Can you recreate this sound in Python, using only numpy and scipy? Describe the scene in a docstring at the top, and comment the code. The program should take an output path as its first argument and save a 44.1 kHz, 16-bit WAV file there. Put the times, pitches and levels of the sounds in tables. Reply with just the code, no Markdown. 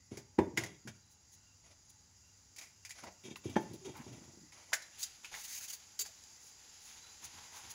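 """Insects hiss in the trees as a hand tool scrapes and knocks on a stone window sill, outdoors,
a few metres from one microphone. A mason rocks the tool, shoves it through grit and sets it down with
a clack; the blows thud in the sill, boom in the wall and ring the steel. He draws a tape measure out
in short rasping pulls and steps over gravel. The house front and the trees return a faint tail."""
import sys
import numpy as np
from scipy import signal
from scipy.fft import rfft, irfft, next_fast_len
from scipy.io import wavfile
from scipy.ndimage import uniform_filter1d

SR = 44100
rng = np.random.default_rng(int(sys.argv[2]) if len(sys.argv) > 2 else 0)


def to_wav(sig):
    """Store sig (one row per channel, or 1-D mono) as 16-bit WAV at the path in sys.argv[1].

    Samples outside -1..1 are clipped; the rate is SR.
    """
    pcm = np.clip(np.atleast_2d(sig), -1, 1) * 32767
    pcm = np.round(pcm).astype(np.int16)
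    wavfile.write(sys.argv[1], SR, pcm.T)  # frames by channels


N = 341334
T = np.arange(N) / SR
BLOW = T[:8192]  # time axis of one blow

# the sill's low resonances: f/Hz, width/Hz, level/dB
SILL = [(207, 26, -2), (281, 20, -1), (343, 20, 2)]
# the tape blade's resonances: f/Hz, width/Hz, level/dB
BLADE = [(3280, 60, -17), (4030, 120, -12), (4710, 110, -3), (5200, 300, -13), (6305, 45, -1),
         (6620, 200, -5), (6878, 45, 3), (7020, 90, 1), (7220, 40, 4), (7425, 50, -4), (10150, 300, -13),
         (10900, 200, -11), (11420, 70, -5), (14600, 200, -8), (15100, 300, -15), (15380, 130, -9)]
# spectrum of the sliding tape: f/Hz, level/dB
TAPE_COLOUR = [(300, -28), (1300, -21), (2200, -14), (3600, -12), (4700, -8), (5500, -7), (6600, 1.5),
               (7300, -9.5), (8200, -12), (11000, -9), (13300, -17), (15300, -7.5)]


def undb(db):
    """Decibels to gain."""
    return 10 ** (np.asarray(db) / 20)


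def unit(x):
    """Scale to rms 1."""
    return x / np.sqrt(np.mean(x ** 2))


def crest(x):
    """Scale so that the loudest 5 ms have rms 1."""
    return x / np.sqrt(uniform_filter1d(x ** 2, size=220).max())


def add(out, s, x):
    """Mix x into out at s seconds."""
    i = int(s * SR)
    out[i:i + len(x)] += x[:len(out) - i]


def colour(x, points):
    """Minimum-phase filter through (f/Hz, level/dB) points."""
    hz, db = np.transpose(points)
    n = next_fast_len(len(x) + len(BLOW), real=True)
    bin_hz = np.arange(n // 2 + 1) * SR / n
    gain = undb(np.interp(np.log(bin_hz + 1), np.log(hz), db))
    cepstrum = irfft(np.log(gain), n)
    cepstrum[1:n // 2] *= 2
    cepstrum[n // 2 + 1:] = 0
    return irfft(rfft(x, n) * np.exp(rfft(cepstrum)), n)[:len(x)]


def resonate(x, peaks, passes=1):
    """Drive (f/Hz, width/Hz, level/dB) resonances, more sharply with each pass; rms 1."""
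    for _ in range(passes):
        x = unit(sum(undb(db) * signal.lfilter(*signal.iirpeak(hz, hz / width, SR), x)
                     for hz, width, db in peaks))
    return x


def fade(t, t60):
    """Exponential decay, 60 dB in t60 seconds."""
    return np.exp(-np.log(1000) * t / t60)


def walk(rate):
    """Random drift of rms 1 that turns rate times a second."""
    hold = int(SR / rate)
    levels = np.repeat(rng.standard_normal(N // hold + 1), hold)
    return unit(uniform_filter1d(levels, hold)[:N])


def grains(rate, spread_db):
    """Friction: tiny slips of unequal size, rate a second, each smeared over a few milliseconds."""
    slips = (rng.random(N) < rate / SR) * undb(spread_db * rng.standard_normal(N))
    power = signal.fftconvolve(slips ** 2, fade(BLOW, t60=0.022))[:N]
    return unit(rng.standard_normal(N) * np.sqrt(np.abs(power)))


def stroke(s, length, attack, change_db, release):
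    """Envelope of a movement: it builds, changes by change_db over its length, dies (release: t60/s)."""
    t = np.maximum(T - s, 0)
    slope = undb(change_db * np.minimum(t / length, 1))
    return (1 - fade(t, attack)) * slope * fade(np.maximum(t - length, 0), release)


def contact(t60, chatter, rise):
    """One push, then a chatter of small contacts that builds and dies."""
    x = rng.standard_normal(len(BLOW)) * fade(BLOW, t60) * (1 - fade(BLOW, rise))
    x *= chatter / np.linalg.norm(x)
    x[0] += 1
    return x


def ring(modes):
    """Modes (f/Hz, level/dB, t60/s) swell for a moment and decay, a little differently at each strike."""
    tones = np.zeros(len(BLOW))
    for hz, db, t60 in modes:
        strength, detune = rng.standard_normal(2)
        tone = np.cos(2 * np.pi * hz * (1 + 0.00258 * detune) * BLOW)
        tones += undb(db + 2.2 * strength) * fade(BLOW, t60) * tone
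    return crest(tones * (1 - fade(BLOW, t60=0.014)))


def reflect(x, share=1):
    """Add the early reflections at the microphone; share sets how strong they are."""
    # off the wall, the ground and the window: delay/s, gain
    reflections = [(.00105, 0.19), (.0029, 0.21), (.0061, .5), (0.01, .15)]
    out = x.copy()
    for s, gain in reflections:
        add(out, s, share * gain * x)
    return out


def wavering(bands, flutter_db, rate):
    """Narrow (f/Hz, width/Hz, level/dB) bands of noise, each fluttering on its own."""
    out = np.zeros(N)
    for hz, width, db in bands:
        band = resonate(rng.standard_normal(N), [(hz, width, 0)], passes=2)
        out += band * undb(db + flutter_db * walk(rate))
    return out


def garden():
    """A far insect chorus and wavering air slowly grow; nearer insects trill, a distant rumble recedes."""
    # spectra of the chorus, the air and the rumble: f/Hz, level/dB
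    chorus_colour = [(2500, -34), (4350, -13), (4850, -1), (5350, -7), (6100, -3), (6800, 0), (7450, -3),
                     (8100, -25), (9100, -24), (10400, -17), (11200, -20), (12300, -28), (15000, -22),
                     (16000, -25)]
    air_colour = [(100, -1), (250, 1), (450, -1), (640, -4), (880, 1), (1150, -3), (1800, -3), (3000, -5),
                  (5000, -8), (9000, -26), (15000, -38)]
    rumble_colour = [(20, -47.5), (45, -21), (65, -1), (80, -5), (94, 2), (115, -8.5), (170, -12),
                     (300, -21), (700, -55.5)]
    # the nearer insects, and faint bands relative to the broad air: f/Hz, width/Hz, level/dB
    trill_bands = [(4740, 180, -84.5), (5750, 390, -79.5), (6700, 370, -77)]
    air_bands = [(857, 110, -13), (1440, 180, -17), (1980, 207, -14.5), (2770, 130, -15.5),
                 (3980, 130, -14)]
    chorus = unit(colour(rng.standard_normal(N), chorus_colour))
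    chorus *= undb(-70.5 + 1.5 * T + 0.5 * walk(11) + 0.83 * walk(60))
    trills = wavering(trill_bands, flutter_db=2.5, rate=24)
    air = unit(colour(rng.standard_normal(N), air_colour)) + wavering(air_bands, flutter_db=5, rate=9)
    air *= undb(-77.5 + 1.12 * T)
    rumble = unit(colour(rng.standard_normal(N), rumble_colour))
    rumble *= undb(-68.5 - 1.18 * T + 0.5 * walk(1.0))
    return chorus + trills + air + rumble


def chirps(count=480, length_s=0.04, centre_hz=10450, spread_hz=520, fall_hz_per_s=4500):
    """Small insects give thin falling chirps high above the chorus, at random moments."""
    t = T[:int(length_s * SR)]
    swell = np.sin(np.pi * t / length_s) ** 2
    starts = rng.random(count) * T[-1]
    out = np.zeros(N)
    for s, (pitch, size, fall) in zip(starts, rng.standard_normal((count, 3))):
        hz = centre_hz + spread_hz * pitch - fall_hz_per_s * (1 + fall / 2) * t
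        add(out, s, undb(-84.5 + 2 * size) * swell * np.sin(2 * np.pi * np.cumsum(hz) / SR))
    return out


def grit():
    """Sand crushes under the tool, sounds its hollow body and makes it sing; scrapes are dull or bright."""
    # t/s, length/s, level/dB, tilt towards the treble/dB, singing/dB
    scrapes = [(0.106, 0.095, -54.5, -1, -76), (0.322, 0.018, -72, -11, -89), (0.438, 0.052, -74, -2, -82),
               (0.565, 0.11, -44.5, -1, -56), (0.674, 0.079, -73, -3, -69), (0.873, 0.029, -52.5, 0, -59),
               (1.637, 0.085, -61, 0.5, -82), (2.577, 0.066, -55, 3.5, -74), (2.947, 0.078, -61.5, 6, -82),
               (3.023, 0.038, -51.5, -9.5, -74), (3.065, 0.016, -53.5, -12.5, -72),
               (3.233, 0.049, -53.5, 1.5, -56.5), (3.3, 0.03, -57, -1, -53.5),
               (3.434, 0.17, -56.5, 0, -62.5), (3.572, 0.37, -62.5, 0.5, -73),
               (3.844, 0.053, -53.5, 0.5, -53), (3.944, 0.08, -66, -8, -74),
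               (4.035, 0.3, -58.5, -0.5, -71.5), (4.52, 0.4, -62.5, 2.5, -84)]
    # spectrum of crushed sand: f/Hz, level/dB
    sand_colour = [(100, 4.5), (330, 3), (450, -4), (620, 4), (1000, -2), (1300, -4.5), (2200, -7),
                   (3600, -11), (6500, -2.5), (8200, -25), (10500, -9.5), (13000, -35.5), (15500, -30.5)]
    # resonances of the scraped tool: f/Hz, width/Hz, level/dB
    tool = [(2330, 160, 0), (2700, 450, -3), (3245, 220, -1), (3640, 180, -2), (5600, 400, -8),
            (6065, 160, -3), (6590, 400, -5)]
    crush = grains(rate=2000, spread_db=0)
    hollow = resonate(crush, [(1977, 81, 0), (2200, 47, 0.0015)])
    singing = unit(resonate(crush, tool, passes=2) * undb(3 * walk(45)))
    sand = 0.81 * unit(reflect(colour(crush, sand_colour), share=0.057)) + 0.2 * hollow
    # sand is too light to make bass
    sand = signal.sosfilt(signal.butter(2, 161.4, "high", fs=SR, output="sos"), sand)
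    low = signal.sosfilt(signal.butter(1, 1500, fs=SR, output="sos"), sand)
    out = np.zeros(N)
    for s, length, db, tilt_db, sing_db in scrapes:
        force = stroke(s, length, attack=0.069, change_db=-7.5, release=0.16)
        tilted = low * undb(-tilt_db) + (sand - low) * undb(2 * tilt_db)
        out += force * (undb(db) * tilted + undb(sing_db) * singing)
    return out * undb(2.1 * walk(55))


def knocks():
    """The sill thuds and the wall booms under the tool; harder blows add a rap and ring the steel."""
    # t/s, thud/dB, boom/dB, rap/dB, ring/dB
    blows = [(0.118, -38.5, -52, -70, -79), (0.173, -45.5, -53, -55, -78), (.387, -19, -43, -26.5, -67.5),
             (.415, -31, -50, -45, -72), (0.478, -40.5, -62, -72, -80), (0.539, -47, -48, -72, -85),
             (.579, -33.5, -42, -50, -75), (.64, -50, -66, -55, -80), (0.87, -50.5, -48.5, -57.5, -79),
             (3.253, -50, -68, -66, -64), (3.283, -46, -61, -60, -77), (3.312, -42, -74, -72, -57),
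             (3.456, -33.5, -41, -75, -72), (3.487, -48, -68, -59, -61), (3.563, -23.5, -58, -28, -32.5),
             (3.711, -44, -53, -63, -81), (3.74, -43, -70, -71, -78), (3.877, -41.5, -64, -55, -72),
             (3.893, -41.5, -51, -53.5, -70), (4.065, -46, -58, -57, -91), (4.117, -49, -51, -69, -82),
             (4.142, -54, -65, -72, -77), (4.181, -51, -66, -73, -75), (4.222, -59, -76, -72, -85),
             (4.278, -55.5, -61, -70, -83), (4.335, -58, -75, -76, -90), (4.373, -55.5, -72, -76, -85)]
    # spectra of the dull and the hard part of a blow: f/Hz, level/dB
    thud_colour = [(30, -62), (50, -39), (72, -17), (120, -8), (200, -3), (270, -2), (350, 0), (430, -7),
                   (560, -20), (1000, -42), (3000, -65)]
    rap_colour = [(200, -20), (380, 1), (480, -1), (570, 0), (680, -5), (790, -2), (890, 1), (1000, -6),
                  (1120, -12), (1320, -20), (1700, -10), (2300, -17), (3300, -30), (7000, -33),
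                  (14000, -50)]
    # resonances of the rapped stone and the wall behind it: f/Hz, width/Hz, level/dB
    stone = [(577, 22, -2), (880, 45, 3), (962, 40, 1), (1670, 60, -3)]
    wall = [(72.5, 12, -10.5), (92.6, 12, -1), (116, 18, -0.5), (143.4, 17, -6.5)]
    # the tool rapped hard: f/Hz, level/dB, t60/s
    tool_modes = [(345, 6, .13), (874, -8, .09), (967, -4, .08), (1755, -1, .075), (2336, -11, .1),
                  (3235, -11, .09), (3618, -19, .09), (6062, -13, .09)]
    out = np.zeros(N)
    for s, thud_db, boom_db, rap_db, ring_db in blows:
        push = colour(contact(t60=0.1, chatter=0.75, rise=0.0059), thud_colour)
        thud = crest(crest(push) + 0.17 * crest(resonate(push, SILL)))
        boom = crest(resonate(push, wall, passes=2))
        rap = colour(contact(t60=0.072, chatter=3.8, rise=0.0071), rap_colour)
        rap = crest(reflect(rap, share=0.025))
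        rap = crest(rap + 0.4 * crest(resonate(rap, stone)))
        blow = undb(thud_db) * thud + undb(rap_db) * rap
        add(out, s - 0.004, undb(-16.5) * blow)  # a faint lead-in softens the attack
        add(out, s, blow + undb(ring_db) * ring(tool_modes) + undb(boom_db) * boom)
    return out


def clacks(ring_db=-16, ping_s=4.823, ping_db=-60):
    """Sharp clacks and clicks of the tool and the tape measure: hollow body, bright edge, brief ring."""
    # t/s, body/dB, body centre/Hz, edge/dB, t60/s
    hits = [(.172, -52, 2240, -49.5, 0.099), (0.388, -39, 1620, -76, 0.032), (.402, -40, 610, -80, 0.065),
            (.431, -44, 550, -80, 0.13), (0.455, -69, 2090, -70, .05), (0.5742, -28, 2040, -34.5, 0.083),
            (.637, -41.5, 1950, -43.5, 0.049), (.662, -52, 2140, -53, 0.044),
            (0.875, -47.5, 1650, -50.5, 0.08), (2.563, -59.5, 2470, -52, 0.091),
            (2.585, -53, 2330, -47, 0.078), (2.613, -52.5, 2290, -51.5, 0.3), (2.85, -49, 2300, -47.5, 0.1),
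            (2.894, -58, 1840, -49.5, 0.1), (2.907, -47.5, 2260, -46.5, 0.078),
            (2.987, -55, 1480, -60, 0.12), (3.037, -48.5, 960, -53, 0.098), (3.076, -53, 754, -70, 0.1),
            (3.358, -44.5, 2700, -54.5, 0.018), (3.359, -53, 1080, -70, 0.052),
            (3.496, -55, 3170, -56, 0.03), (3.558, -41, 1610, -66, 0.065), (4.522, -58, 2210, -61, 0.047),
            (4.721, -50, 940, -56, 0.12), (4.73, -30, 1650, -47, 0.075), (4.733, -30, 1930, -29, 0.083),
            (4.738, -54, 607, -65, 0.11), (4.822, -55, 4900, -53, 0.06), (5.03, -45, 4570, -33.5, 0.079),
            (5.246, -44.5, 2670, -50, 0.1), (5.341, -43.5, 2060, -49.5, 0.077),
            (5.61, -56, 1630, -58.5, 0.046), (5.682, -57, 3300, -47, 0.05),
            (5.9915, -47, 4630, -38.5, 0.027), (6.007, -57, 2600, -43, 0.067),
            (6.054, -55.5, 1710, -54, .05), (6.061, -59, 830, -46, 0.074), (6.088, -65, 650, -74, .07),
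            (6.238, -59.5, 6230, -57, 0.024), (7.245, -60, 1510, -54, 0.073)]
    # spectrum of the body: multiple of its centre, level/dB
    body_shape = [(.1, -44), (.22, -35), (.33, -16), (.55, -21), (.8, -8), (.95, 0), (1.07, -1),
                  (1.22, -12), (1.42, -12), (2, -20), (4, -37), (8, -50)]
    # spectrum of the edge: f/Hz, level/dB
    edge_colour = [(1000, -30), (3000, -15), (4200, -10), (4900, -2), (5700, -5), (6700, 0), (7400, -4),
                   (8200, -17), (10200, -10), (13300, -21), (15300, -16)]
    # the tool dropped loose on the stone: f/Hz, level/dB, t60/s
    tool_modes = [(1457, 1, .1), (1622, -3, .14), (1790, -3, .08), (1874, 0, .1), (1982, 1, .13),
                  (2140, -7, .1), (2412, -10, .1), (3552, -5, .17), (4770, -6, .1), (5160, -8, .09),
                  (6304, -7, .11)]
    out = np.zeros(N)
    for s, body_db, centre_hz, edge_db, t60 in hits:
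        body_colour = [(multiple * centre_hz, db) for multiple, db in body_shape]
        body = colour(contact(t60, chatter=2.0, rise=0.0014), body_colour)
        edge = colour(contact(t60, chatter=2.5, rise=0.002), edge_colour)
        ringing_body = crest(reflect(body, share=0.043)) + undb(ring_db) * ring(tool_modes)
        add(out, s, undb(body_db) * ringing_body + undb(edge_db) * crest(reflect(edge)))
    # the steel pings faintly as the tool settles
    add(out, ping_s, undb(ping_db) * ring([(3550, -5, 0.12), (4000, 0, 0.16)]))
    return out


def rubbing(judder_width_hz=40, bump_db=3.5, bumps_per_s=55):
    """With each shove the tool sticks and slips, shaking the sill and juddering at a pitch of its own."""
    # t/s, length/s, shake/dB, judder/dB, judder f/Hz
    shoves = [(0.452, 0.036, -58, -58, 300), (0.583, 0.16, -50, -56, 290), (0.666, 0.064, -58, -57, 410),
              (0.852, 0.052, -43.5, -49, 210), (3.238, 0.055, -51, -52.5, 353.5),
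              (3.487, 0.061, -47, -47.5, 256), (3.569, 0.063, -43, -46, 320),
              (3.692, 0.055, -38.5, -44.5, 141.8), (3.812, 0.035, -65, -53, 344.3),
              (3.848, 0.056, -52, -42.5, 343), (3.957, 0.064, -50.5, -58, 253.7),
              (4.07, 0.38, -52.5, -60.5, 199.8), (4.43, 0.039, -74, -60, 289)]
    # spectrum of the rubbed stone: f/Hz, level/dB
    rub_colour = [(50, -30), (120, 15.5), (220, 10), (345, 8), (430, -24.5), (550, -35.5), (900, -10),
                  (1300, -32), (4000, -48)]
    slips = grains(rate=1100, spread_db=-3.5)
    shake = 0.5 * unit(colour(slips, rub_colour)) + 0.17 * resonate(slips, SILL, passes=2)
    phase_drift = np.pi * judder_width_hz * np.cumsum(walk(bumps_per_s)) / SR
    bumps = undb(bump_db * walk(bumps_per_s))
    out = np.zeros(N)
    for s, length, db, judder_db, hz in shoves:
        judder = np.sin(2 * np.pi * hz * T + phase_drift)
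        force = stroke(s, length, attack=0.029, change_db=-5.5, release=0.061)
        out += (undb(db) * shake + undb(judder_db) * judder) * force
    return out * bumps


def rustles():
    """Fine friction comes in short, faint, bright swells."""
    # middle t/s, length/s, level/dB
    swells = [(1.123, 0.035, -65.5), (1.339, 0.027, -61), (1.903, 0.013, -59), (5.025, 0.03, -52),
              (6.467, 0.073, -59), (6.877, 0.094, -59), (7.251, 0.017, -46.5), (7.565, 0.029, -54.5),
              (7.602, 0.033, -58), (7.711, 0.015, -45.5)]
    # spectrum of a rustle: f/Hz, level/dB
    rustle_colour = [(1000, -30), (4000, -6), (5000, -8.5), (6700, 7.5), (8200, -12.5), (10500, -0.5),
                     (13000, -17.5), (15300, -6.5)]
    envelope = sum(undb(db) * np.exp(-2 * ((T - s) / length) ** 2) for s, length, db in swells)
    return envelope * unit(colour(grains(rate=3200, spread_db=3), rustle_colour))


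def cracks():
    """Single grains of sand give way under the tool with tiny dry ticks."""
    # t/s, level/dB
    ticks = [(3.238, -62), (3.365, -53), (3.446, -65), (3.502, -59), (3.562, -57), (3.607, -60),
             (3.622, -60), (3.735, -52), (3.856, -61), (3.968, -54.5), (4.127, -67), (4.164, -69)]
    # spectrum of a tick: f/Hz, level/dB
    tick_colour = [(1500, -20), (4500, 0), (7000, 2), (8300, -12), (10500, 2), (13300, -14), (15300, -2)]
    out = np.zeros(N)
    for s, db in ticks:
        tick = colour(contact(t60=0.084, chatter=2.1, rise=0.002), tick_colour)
        add(out, s, undb(db) * crest(reflect(tick)))
    return out


def steps(thump_delay_s=0.0097):
    """Soles scuff and drag over gravel, and the weight follows with a soft thump into the soil."""
    # t/s, length/s, scuff/dB, thump/dB, drag/dB
    footfalls = [(3.931, 0.085, -64.5, -66, -53.5), (4.542, .09, -79, -85, -65),
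                 (4.916, 0.25, -60, -85.5, -80), (5.23, 0.023, -54, -78, -54.5),
                 (5.313, 0.075, -51.5, -73, -53), (5.427, 0.61, -63.5, -79.5, -80),
                 (6.031, 0.029, -58.5, -70, -63), (6.156, 0.71, -69, -79.5, -89),
                 (6.588, 0.29, -67, -92, -88.5), (6.851, 0.38, -61.5, -80, -70.5),
                 (7.216, 0.098, -59, -62, -62.5), (7.331, 0.67, -62.5, -62.5, -64.5),
                 (7.52, 0.094, -60.5, -71, -58.5), (7.629, 0.18, -68, -61, -72)]
    # spectra of loose gravel, a dragging sole and packed soil: f/Hz, level/dB
    gravel_colour = [(100, -5), (220, -5.5), (350, -16), (600, -17), (780, 0), (960, -10.5), (1250, -5),
                     (2200, -0.5), (3600, 0), (5600, -3), (6700, 4), (8200, -20), (10500, -5), (15500, -30)]
    sole_colour = [(150, -24), (450, -8), (650, -9.5), (900, 5.5), (1200, -4), (2200, -5), (4500, -28)]
    soil_colour = [(30, -31), (75, 1.5), (130, -6), (250, -13.5), (500, -21), (2000, -53)]
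    scuff, drag, thumps = np.zeros((3, N))
    for s, length, scuff_db, thump_db, drag_db in footfalls:
        scuff += undb(scuff_db) * stroke(s, length, attack=0.089, change_db=-3.5, release=0.56)
        drag += undb(drag_db) * stroke(s, length, attack=0.09, change_db=-5.5, release=0.13)
        thump = colour(contact(t60=0.34, chatter=4.9, rise=0.02), soil_colour)
        add(thumps, s + thump_delay_s, undb(thump_db) * crest(thump))
    gravel = unit(colour(grains(rate=3200, spread_db=-0.5), gravel_colour))
    sole = unit(colour(grains(rate=830, spread_db=1.5), sole_colour))
    return (gravel * scuff + sole * drag) * undb(1.1 * walk(50)) + thumps


def tape_pulls(whine_width_hz=1100, whine_db=-17):
    """The blade gathers speed and rasps through the mouth of its case, at a new pitch with each pull."""
    # t/s, length/s, starting level/dB, whine f/Hz
    pulls = [(4.982, 0.05, -48, 4560), (5.342, 0.08, -54.5, 2440), (5.433, 0.017, -46.5, 2800),
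             (5.477, 0.069, -49, 2300), (5.544, 0.041, -49, 2860), (5.6, 0.049, -50, 2620),
             (5.676, 0.033, -49.5, 3170), (5.723, 0.012, -46.5, 4600)]
    slips = grains(rate=9000, spread_db=3) * undb(0.8 * walk(130))
    rasp = 0.97 * unit(reflect(colour(slips, TAPE_COLOUR), share=0.42)) + 0.22 * resonate(slips, BLADE)
    out = np.zeros(N)
    for s, length, db, hz in pulls:
        whine = undb(whine_db) * resonate(slips, [(hz, whine_width_hz, 0)], passes=2)
        out += undb(db) * stroke(s, length, attack=0.049, change_db=5, release=0.093) * (rasp + whine)
    return out


def tape_jerk(s=5.9908, length_s=0.031, catches_per_s=282, steel_db=-34.5, case_db=-63.5):
    """The jerked blade catches in rapid succession, the steel sings on and the case knocks lightly."""
    case_peaks = [(100, 35, -1), (418, 70, 0)]  # f/Hz, width/Hz, level/dB
    catches = 1 + 0.5 * np.cos(2 * np.pi * catches_per_s * (T - s))
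    envelope = stroke(s, length_s, attack=0.004, change_db=-1, release=0.045)
    force = envelope * catches * rng.standard_normal(N)
    steel = crest(resonate(force, BLADE)) + 0.13 * crest(colour(force, TAPE_COLOUR))
    case = crest(resonate(force, case_peaks, passes=2))
    return undb(steel_db) * steel + undb(case_db) * case


def yard(x, t60, wet_db):
    """House front and trees scatter a faint, duller tail back to the microphone."""
    t = T[:SR]
    scatter = rng.standard_normal(SR) * fade(t, t60) * (1 - fade(t, t60=0.01))
    tail = colour(scatter, [(100, 10), (2000, 5.5), (6000, 4), (15000, -0.5)])
    return x + undb(wet_db) * signal.fftconvolve(x, tail / np.linalg.norm(tail))[:N]


def scene():
    """The mason a few metres off and the garden beyond, in mono."""
    contacts = knocks() + clacks() + rubbing() + grit() + cracks()
    work = contacts + tape_pulls() + tape_jerk() + steps() + rustles()
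    return (yard(work, t60=0.42, wet_db=-15.5) + garden() + chirps())[None]


def record(dry):
    """The recorder cuts the top treble steeply."""
    top_hz = 15720
    return signal.sosfilt(signal.ellip(10, 0.2, 70, top_hz, fs=SR, output="sos"), dry)


dry = scene()
out = record(dry)
to_wav(out)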